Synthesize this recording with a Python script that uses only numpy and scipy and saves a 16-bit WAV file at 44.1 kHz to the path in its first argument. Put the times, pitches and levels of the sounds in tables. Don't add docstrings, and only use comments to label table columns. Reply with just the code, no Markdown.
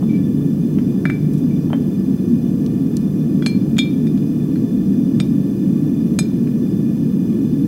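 import sys
import numpy as np
from scipy import signal
from scipy.fft import rfft, irfft
from scipy.io import wavfile
from scipy.ndimage import uniform_filter1d

SR = 44100
rng = np.random.default_rng(int(sys.argv[2]) if len(sys.argv) > 2 else 0)


def pcm_store(signal):
    levels = np.round(np.clip(np.atleast_2d(signal), -1, 1) * 32767)
    wavfile.write(sys.argv[1], SR, levels.astype(np.int16).T)


N = 338247


def gain_of(db):
    return 10 ** (np.asarray(db) / 20)


def read(points, hz):
    f, value = np.transpose(points)
    return np.interp(np.log(hz + 1), np.log(f), value)


def add(mix, start_s, sound):
    part = mix[round(start_s * SR):][:len(sound)]
    part += sound[:len(part)]


def turbulence(slope, peaks):
    hz = np.fft.rfftfreq(N, 1 / SR)
    db = read(slope, hz)
    for peak_hz, width_hz, lift_db in peaks:
        db = db + lift_db * np.exp(-(2 * (hz - peak_hz) / width_hz) ** 2)
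    spectrum = rfft(rng.standard_normal(N)) * gain_of(db)
    return irfft(spectrum, N) * np.sqrt(SR / 2)


def ring(modes, length=1, tilt_db_per_octave=0):
    t = np.arange(SR // 2) / SR
    out = np.zeros(len(t))
    for k, (hz, db, t60_s) in enumerate(modes):
        level_db = db + tilt_db_per_octave * np.log2(hz / modes[0][0])
        decay_db = -60 * t / (t60_s * length)
        out += (-1) ** k * gain_of(level_db + decay_db) * np.sin(2 * np.pi * hz * t)
    return out


def contact(low_hz, top_hz, chatter, t60_s):
    t = np.arange(SR // 8) / SR
    top_hz = np.clip(top_hz, low_hz + 100, SR / 2 - 100)
    band = signal.butter(3, [low_hz, top_hz], "band", fs=SR, output="sos")
    push = signal.sosfilt(band, signal.unit_impulse(len(t)))
    rattle = signal.sosfilt(band, rng.standard_normal(len(t)) * gain_of(-60 * t / t60_s))
    return (push + chatter * rattle) / abs(push).max()


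def burner(roar_rms_db=-15.5, hiss_db=0):
    # (frequency [Hz], relative density [dB/Hz])
    roar_slope = [(20, -85), (32, -85), (42, -67.5), (62, -62.5), (100, -49.5), (150, -49), (200, -43.5),
                  (270, -48), (340, -48.5), (390, -65.5), (470, -67.5), (600, -70.5), (800, -84.5),
                  (1300, -110)]
    # (frequency [Hz], width [Hz], lift [dB])
    roar_peaks = [(64.5, 16, 5.5), (88.3, 5.9, -13), (121.5, 8.7, 7), (149.85, 18.8, 14.5),
                  (177.5, 35.1, 8), (196.1, 9.8, 10.5), (226.5, 23, 10.5), (241.1, 11.2, 9.5),
                  (271.1, 39, 12), (308.3, 28.6, 7), (350.3, 23, 8), (379.3, 11.6, 10), (405.3, 5, 10),
                  (419.9, 36.5, 15.5), (470.5, 26, 12), (505, 31, 5.5), (539, 17.5, 8.5), (688, 55, 8)]
    # (frequency [Hz], density [dB/Hz])
    hiss_slope = [(400, -110), (800, -78), (1300, -86.5), (2200, -93), (3200, -93), (3900, -100.4),
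                  (5300, -99.4), (8000, -99.8), (10500, -94.5), (13000, -96), (14300, -99), (15700, -92)]
    # (frequency [Hz], width [Hz], lift [dB])
    hiss_peaks = [(877, 23, -21), (1160, 110, 6), (1749, 106, 12), (2453, 142, 12.5), (2940, 110, 6.5),
                  (3510, 143, 17), (4166, 190, 12.5), (4370, 103, 6.5), (4757, 275, 10), (4940, 54, 13),
                  (5065, 280, 10), (5633, 86, 15), (5875, 160, 12.5), (6230, 380, 12.5), (7140, 240, 8),
                  (7620, 360, 8), (8150, 212, 7.2), (9030, 340, 6.5), (9712, 184, 2.5), (11740, 162, 5),
                  (12330, 320, 10), (13700, 631, 6), (15320, 140, 2.9)]
    roar = turbulence(roar_slope, roar_peaks)
    hiss = turbulence(hiss_slope, hiss_peaks)
    return gain_of(roar_rms_db) * roar / roar.std() + gain_of(hiss_db) * hiss


def workshop(x, wet_db=-19, echo_db=-15, echo_s=0.0045):
    # (frequency [Hz], t60 [s])
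    room_t60 = [(500, 0.33), (2500, 0.54), (6000, 0.28), (14000, 0.023)]
    hz, t, z = signal.stft(rng.standard_normal(SR // 2), SR, nperseg=256)
    decay_db = -60 * t / read(room_t60, hz)[:, None]
    tail = signal.istft(z * gain_of(decay_db), SR, nperseg=256)[1]
    tail = tail / np.linalg.norm(tail)
    out = x.copy()
    add(out, echo_s, gain_of(echo_db) * x)
    add(out, 2 * echo_s, gain_of(wet_db) * signal.fftconvolve(x, tail))
    return out


def grit():
    # (time [s], level [dB], top [Hz], chatter t60 [s])
    ticks = [(1.334, -37, 15100, 0.12), (1.378, -37, 13960, 0.12), (2.663, -29.5, 6460, 0.013),
             (2.936, -48, 8000, .03), (2.9684, -16, 11400, 0.012)]
    out = np.zeros(N)
    for start_s, db, top_hz, t60_s in ticks:
        add(out, start_s, gain_of(db) * contact(low_hz=2520, top_hz=top_hz, chatter=0.24, t60_s=t60_s))
    return out


def drag(bend_hz=2335, waver_rms_hz=25, scuff_db=-9, attack_s=.005, t60_s=.09):
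    # (time [s], rms level of the song [dB], hold from onset [s])
    slips = [(0.089, -44, 0.029), (0.132, -44, 0.033)]
    t = np.arange(SR // 4) / SR
    scuff_band = signal.butter(2, [1200, 4000], "band", fs=SR, output="sos")
    out = np.zeros(N)
    for start_s, db, hold_s in slips:
        waver = uniform_filter1d(rng.standard_normal(len(t)), size=200)
        pitch_hz = bend_hz + waver_rms_hz * waver / waver.std()
        song = np.sqrt(2) * np.sin(2 * np.pi * np.cumsum(pitch_hz) / SR)
        scuff = signal.sosfilt(scuff_band, rng.standard_normal(len(t)))
        attack = np.minimum(t / attack_s, 1)
        decay_db = -60 * np.maximum(t - hold_s, 0) / t60_s
        envelope = attack * gain_of(db + decay_db)
        add(out, start_s, envelope * (song + gain_of(scuff_db) * scuff / scuff.std()))
    return out


def knocks():
    # (time [s], contact level [dB], contact top [Hz], ring level [dB])
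    blows = [(.023, -33, 1200, -60), (.027, -28.5, 1190, -60), (0.7862, -27.5, 2580, -45),
             (1.7025, -28.5, 1390, -50), (1.7314, -17.5, 1930, -28.5)]
    # (frequency [Hz], level re ring [dB], t60 [s])
    plank_modes = [(573, 7.5, 0.082), (715, 13.5, 0.011), (960, -16, 0.049), (3120, 0, 0.042)]
    out = np.zeros(N)
    for start_s, db, top_hz, ring_db in blows:
        add(out, start_s, gain_of(db) * contact(low_hz=515, top_hz=top_hz, chatter=0.054, t60_s=0.1))
        add(out, start_s, gain_of(ring_db) * ring(plank_modes))
    return out


def clinks(crack_db=-14.0, crack_top_hz=11500, soft_top_hz=4500, doubling_db_per_octave=8.2):
    # (time [s], contact level [dB], ring level [dB], hardness as treble tilt [dB/octave], spot)
    blows = [ (1.054, -17, -23, -8, "base"), (1.0986, -19, -26.5, -7, "base"), (1.509, -52, -45, 2, "base"),
             (3.4232, -27.5, -39.5, -9.5, "first block"), (3.4622, -15.5, -22, -0.5, "long wall"),
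             (3.768, -34, -37.5, -6, "both blocks"), (3.783, -17, -25.5, 5, "both blocks"),
             (3.7887, -29, -14, -7.5, "both blocks"), (4.0693, -39, -41, -7.5, "rim"),
             (4.1755, -39, -49, -1, "both blocks"), (4.5576, -39.5, -48, -8.5, "long wall"),
             (5.2011, -20, -28, 0, "rim"), (6.189, -14, -20, 8.5, "end wall"),
             (6.4723, -39, -50, -5, "end wall"), (7.3283, -46, -54, -5, "first block")]
    # (frequency [Hz], level re part [dB], t60 before the load's length factor [s])
    walls = [(4230, 0, .1), (4235, -12, .33), (4400, -3, .025), (6169, -20, .18), (7477, -14, .07),
             (8075, -15, .11), (9400, -18, .06), (9755, -15, .08)]
    ends = [(4110, 0, .13), (5085, -8, .24), (5050, -12, .32), (5170, -3, .04), (6503, -1, .08),
            (8013, -3, .09), (9970, -6, .07)]
    rim = [(4915, 0, .12), (5555, -4, .12), (8242, 4, .055), (8850, -4, .1)]
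    first_block = [(3346, 0, .11), (6796, -8, .1), (8850, -19, .08), (12760, -16, .07)]
    second_block = [(3632, 0, .12), (6818, -6, .055), (7757, -21, .1), (9982, -21, .08), (10600, -23, .06),
                    (11800, -30, .08)]
    spots = { "base": (-19.5, -22, -38, -24, -17), "long wall": (3, -12.5, -31, -11, -30),
             "end wall": (-15, -7, -26, -25, -6), "rim": (-11, -23, -8.5, -31, -1.5),
             "first block": (-9.5, -9, -14, 3, -20), "both blocks": (-12, -18, -28, -5.5, -0.5)}
    # (from time [s], bending frequency [Hz], bending t60 [s], ring length factor of other parts)
    loads = [(0, 2327, 0.21, .95), (3.3, 2360, 0.15, 0.99), (4, 2396, 0.069, 0.77)]
    # (frequency [Hz], level re contact [dB], t60 [s])
    thud_modes = [(608, -12, 0.045), (771, -18, 0.078), (903, -15, 0.023), (1304, -6.5, 0.014),
                  (1720, -5.5, 0.012)]
    out = np.zeros(N)
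    for start_s, db, ring_db, hardness, spot in blows:
        _, bend_hz, bend_t60_s, length = [load for load in loads if load[0] <= start_s][-1]
        top_hz = soft_top_hz * 2 ** (hardness / doubling_db_per_octave)
        push = contact(low_hz=1310, top_hz=top_hz, chatter=0.22, t60_s=0.025)
        add(out, start_s, gain_of(db) * push)
        crack = contact(low_hz=5000, top_hz=crack_top_hz, chatter=0.25, t60_s=0.05)
        add(out, start_s, gain_of(db + crack_db + hardness) * crack)
        add(out, start_s, gain_of(db) * ring(thud_modes))
        add(out, start_s, -ring([(bend_hz, ring_db, bend_t60_s)]))
        for modes, part_db in zip((walls, ends, rim, first_block, second_block), spots[spot]):
            add(out, start_s, gain_of(ring_db + part_db) * ring(modes, length, hardness))
    return out


def scene():
    background = burner()
    handling = drag() + clinks() + knocks() + grit()
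    return (background + workshop(handling))[None]


def record(dry, edge_hz=15850):
    lowpass = signal.firwin(511, edge_hz, window=("kaiser", 9), fs=SR)
    return signal.oaconvolve(dry, lowpass[None], "same")


dry = scene()
out = record(dry)
pcm_store(out)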